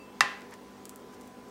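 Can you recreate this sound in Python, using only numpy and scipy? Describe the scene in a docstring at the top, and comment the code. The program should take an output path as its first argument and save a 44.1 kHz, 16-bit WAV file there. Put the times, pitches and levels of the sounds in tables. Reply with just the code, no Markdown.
"""A quiet kitchen, with an appliance humming steadily over soft room tone.
Some tableware is still ringing faintly at the start. A utensil knocks once against a china dish:
a hard double contact, a short ring with faint lingering room resonances, and a soft table thud.
A few tiny ticks and soft scuffs of handling follow. The room adds a short tail to knock and ticks."""
import sys
import numpy as np
from scipy import signal
from scipy.io import wavfile
from scipy.ndimage import uniform_filter1d

SR = 44100
rng = np.random.default_rng(int(sys.argv[2]) if len(sys.argv) > 2 else 0)


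def dump(signal):
    """Clip the signal to [-1, 1] and save it as 16-bit WAV at the path in sys.argv[1]."""
    limited = np.clip(np.atleast_2d(signal).T, -1, 1)
    pcm = np.round(limited * 32767).astype(np.int16)
    wavfile.write(sys.argv[1], SR, pcm)


N = 66150

# room tone EQ: freq_hz, gain_db
ROOM_TONE_EQ = [(20, -30), (40, -21), (58, -18), (78, -9.5), (105, -15.5), (160, -14), (240, 1.5),
                (310, -5.5), (420, 0), (620, -8.5), (850, -8), (1150, -11), (1600, -16), (3000, -22),
                (6000, -25.5), (9000, -30), (11000, -34), (16000, -32.5)]
# appliance tones: pitch_hz, rms_db, waver_ratio
HUM_TONES = [(59.2, -73, 0.43), (99.5, -72, 0.11), (147.8, -71, 0.33), (198.7, -59.5, 0.12),
             (248.7, -58, 0.22), (302.7, -65.5, 0.23), (401.2, -62.5, 0.81), (491, -64, 1), (765, -67, 1),
             (1005, -60.5, 0.098)]
# kitchen reverb by band: freq_hz, gain_db, t60_s
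REVERB_BANDS = [(120, 13, 0.6), (450, 9, 0.4), (800, 1, 0.45), (1350, -4.5, 0.57), (1800, 0, 0.43),
                (2350, -4, 0.61), (2720, -1.5, 0.41), (3670, -6, 0.45), (4840, -14, 0.48),
                (7000, -12.5, 0.39), (11000, -14, 0.48), (16000, -21, 0.28)]
# tableware dying away at the start: pitch_hz, level_db, t60_s
TABLEWARE_MODES = [(1026, -57, 0.56), (2653, -53.5, 0.54), (4673, -61.5, 0.25)]
# soft scuffs of handling: centre_s, width_s, level_db
SCUFF_SWELLS = [(.533, 0.012, -49), (1.138, 0.011, -58.5)]
# scuff EQ: freq_hz, gain_db
SCUFF_EQ = [(300, -18.5), (1000, 3.5), (1400, -2), (1800, 3), (2300, -4.5), (3000, -11), (6000, -14.5),
            (10000, -29), (16000, -31)]
# faint crackly rustles: centre_s, width_s, level_db
RUSTLE_SWELLS = [(.378, 0.005, -63), (.515, 0.0042, -64), (1.138, 0.016, -62), (1.245, 0.024, -62.5)]
# rustle EQ: freq_hz, gain_db
RUSTLE_EQ = [(500, -18), (3000, -4), (7000, 3), (12000, -4.5), (16000, -10)]
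# tiny ticks: start_s, gain_db, tilt_db_per_octave
TICK_CUES = [(.4084, -12.5, -3), (.4195, -10.5, -10), (.5105, -13.5, 5), (.5397, -5, -3.5), (.8547, 2, 0.5),
             (.8556, -5.5, 1), (.8944, 3, 2), (.9600, -4.5, 8), (1.2115, -9.5, 0.5), (1.2765, -15, 8),
             (1.4885, -17.5, 2)]
# tick EQ: freq_hz, gain_db
TICK_EQ = [(500, -33), (2500, -26.5), (5000, -23), (8000, -17), (11000, -22), (16000, -30)]
# the utensil lands and catches again at once: start_s, gain_db
KNOCK_CONTACTS = [(0.2075, 2.5), (0.2083, 2)]
# EQ of each contact's crack: freq_hz, gain_db
CRACK_EQ = [(150, -34), (500, -16.5), (1100, 8.5), (2000, 6), (3400, 4.5), (4800, 7.5), (7000, 0.5),
            (8500, -5.5), (12700, -13.5), (13800, -29), (16000, -26)]
# ring of the china dish, with faint lingering room resonances: pitch_hz, level_db, t60_s
DISH_AND_ROOM_MODES = [(824.7, -23.5, 0.095), (1033, -30, 0.34), (1146, -7.5, 0.015), (1628, -39.5, 0.49),
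                       (1795, -12, .052), (1934, -11.5, 0.042), (1998, -37, 0.48), (2264, -26.5, 0.038),
                       (2686, -17, 0.044), (3050, -17.5, 0.015), (3700, -23, .009), (4320, -21, 0.015),
                       (5000, -20, .004), (7340, -31, .015)]
# thud of the table under the dish: pitch_hz, level_db, t60_s
TABLE_MODES = [(99, -53, 0.18), (135.4, -42.5, 0.22), (225.5, -40.5, .14)]


def amp(db):
    """Decibels to gain."""
    return 10 ** (np.asarray(db) / 20)


def unit(x):
    """Scales to rms 1."""
    return x / np.sqrt(np.mean(abs(x) ** 2) + 1e-20)


def curve(table, hz, column=1):
    """Reads one column of a table along log frequency."""
    table = np.array(table, float)
    return np.interp(np.log(hz + 1), np.log(table[:, 0] + 1), table[:, column])


def place(start_s, sound):
    """Drops a sound on an empty track at its start time."""
    return np.concatenate([np.zeros(round(start_s * SR)), sound, np.zeros(N)])[:N]


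def swells(cues):
    """A fader curve of smooth bumps."""
    t = np.arange(N) / SR
    return sum(amp(db) * np.exp(-.5 * ((t - centre) / width) ** 2) for centre, width, db in cues)


def click(eq, tilt_db_per_octave=0, pivot_hz=7100):
    """An impulse shaped by an EQ and a treble tilt; minimum phase keeps the attack sharp."""
    hz = abs(np.fft.fftfreq(2048, 1 / SR))
    octaves = np.log2(np.maximum(hz / pivot_hz, .25))
    log_gain = np.log(amp(curve(eq, hz) + tilt_db_per_octave * octaves))
    return np.fft.ifft(np.exp(np.conj(signal.hilbert(log_gain)))).real


def ring(modes, rise_s=.001):
    """Resonances: decaying sines with a short fade-in."""
    t = np.arange(N) / SR
    partials = sum(amp(db - 60 * t / t60) * np.sin(2 * np.pi * hz * t) for hz, db, t60 in modes)
    return np.minimum(t / rise_s, 1) * partials


def noise(eq, drift_db=0):
    """Coloured noise of rms 1; patches of its spectrum drift in level by about drift_db."""
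    frames = dict(nperseg=2048, noverlap=1536)
    hz, _, spectrum = signal.stft(rng.standard_normal(N), SR, **frames)
    patches = uniform_filter1d(rng.standard_normal(spectrum.shape), size=14, axis=0)
    patches = unit(uniform_filter1d(patches, size=7, axis=1))
    spectrum *= amp(curve(eq, hz)[:, None] + drift_db * patches)
    return unit(signal.istft(spectrum, SR, **frames)[1][:N])


def room_tone(rms_db=-51.5):
    """A steady bed of soft, dark noise."""
    return amp(rms_db) * noise(ROOM_TONE_EQ, drift_db=1.57)


def appliance_hum(waver_hz=6.6):
    """Steady pitches, each wavering in level on its own."""
    t = np.arange(N) / SR
    lowpass = np.exp(-.5 * (np.fft.fftfreq(N, 1 / SR) / waver_hz) ** 2)
    hum = np.zeros(N)
    for hz, db, waver in HUM_TONES:
        drift = unit(np.fft.ifft(lowpass * np.exp(2j * np.pi * rng.random(N))))  # moves level and phase
        tone = np.exp(2j * np.pi * (hz * t + rng.random()))
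        hum += amp(db) * unit(((1 + waver * drift) * tone).real)
    return hum


def kitchen_reverb(x, scatter_db=-9, scatter_t60_s=.073, scatter_delay_s=.0012, tail_delay_s=.003):
    """Wet only: quick scatter off the table top and crockery, then a diffuse tail."""
    hz, t, spectrum = signal.stft(rng.standard_normal(SR), SR, nperseg=256)
    t60 = curve(REVERB_BANDS, hz, column=2)[:, None]
    spectrum *= amp(curve(REVERB_BANDS, hz)[:, None] - 60 * t / t60)
    spectrum *= np.sqrt(2 * np.log(1000) / (t60 * SR))  # a longer decay adds no energy
    tail = signal.istft(spectrum, nperseg=256)[1]
    scatter = rng.standard_normal(N) * amp(-60 * np.arange(N) / SR / scatter_t60_s)
    scatter *= amp(scatter_db) / np.linalg.norm(scatter)
    response = place(tail_delay_s, tail) + place(scatter_delay_s, scatter)
    return signal.fftconvolve(x, response)[:N]


def lingering_tableware():
    """Faint modes already ringing as the scene opens."""
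    return ring(TABLEWARE_MODES)


def handling(grains_per_s=1000, spread_db=7):
    """Brief swells of rubbing noise and of fine crackle."""
    grains = (rng.random(N) < grains_per_s / SR) * rng.choice([-1, 1], N)
    grains = grains * amp(spread_db * rng.standard_normal(N))
    crackle = unit(signal.fftconvolve(grains, click(RUSTLE_EQ))[:N])
    return noise(SCUFF_EQ) * swells(SCUFF_SWELLS) + crackle * swells(RUSTLE_SWELLS)


def ticks(send_db=-1.5):
    """Tiny, bright clicks with a touch of room."""
    direct = sum(place(start_s, amp(db) * click(TICK_EQ, tilt)) for start_s, db, tilt in TICK_CUES)
    return direct + amp(send_db) * kitchen_reverb(direct)


def utensil_knock(ring_delay_s=.00023, ring_send_db=-8.5):
    """Two hard contacts ring the dish briefly and nudge the table; faint room resonances linger."""
    hit_s = KNOCK_CONTACTS[0][0]
    contacts = [place(start_s, amp(db) * click(CRACK_EQ)) for start_s, db in KNOCK_CONTACTS]
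    cracks = sum(crack + kitchen_reverb(crack) for crack in contacts)  # each gets its own reflections
    ringing = place(hit_s + ring_delay_s, ring(DISH_AND_ROOM_MODES))
    thud = place(hit_s, ring(TABLE_MODES, rise_s=.017))
    return cracks + ringing + amp(ring_send_db) * kitchen_reverb(ringing) + thud


def scene():
    """The mono mix."""
    foreground = utensil_knock() + ticks() + handling()
    return (foreground + lingering_tableware() + room_tone() + appliance_hum())[None]


def record(dry, cutoff_hz=15900):
    """A steep low-pass trims the very top."""
    lowpass = signal.firwin(511, cutoff_hz, window=("kaiser", 9), fs=SR)
    return signal.oaconvolve(dry, lowpass[None], "same")


dry = scene()
out = record(dry)
dump(out)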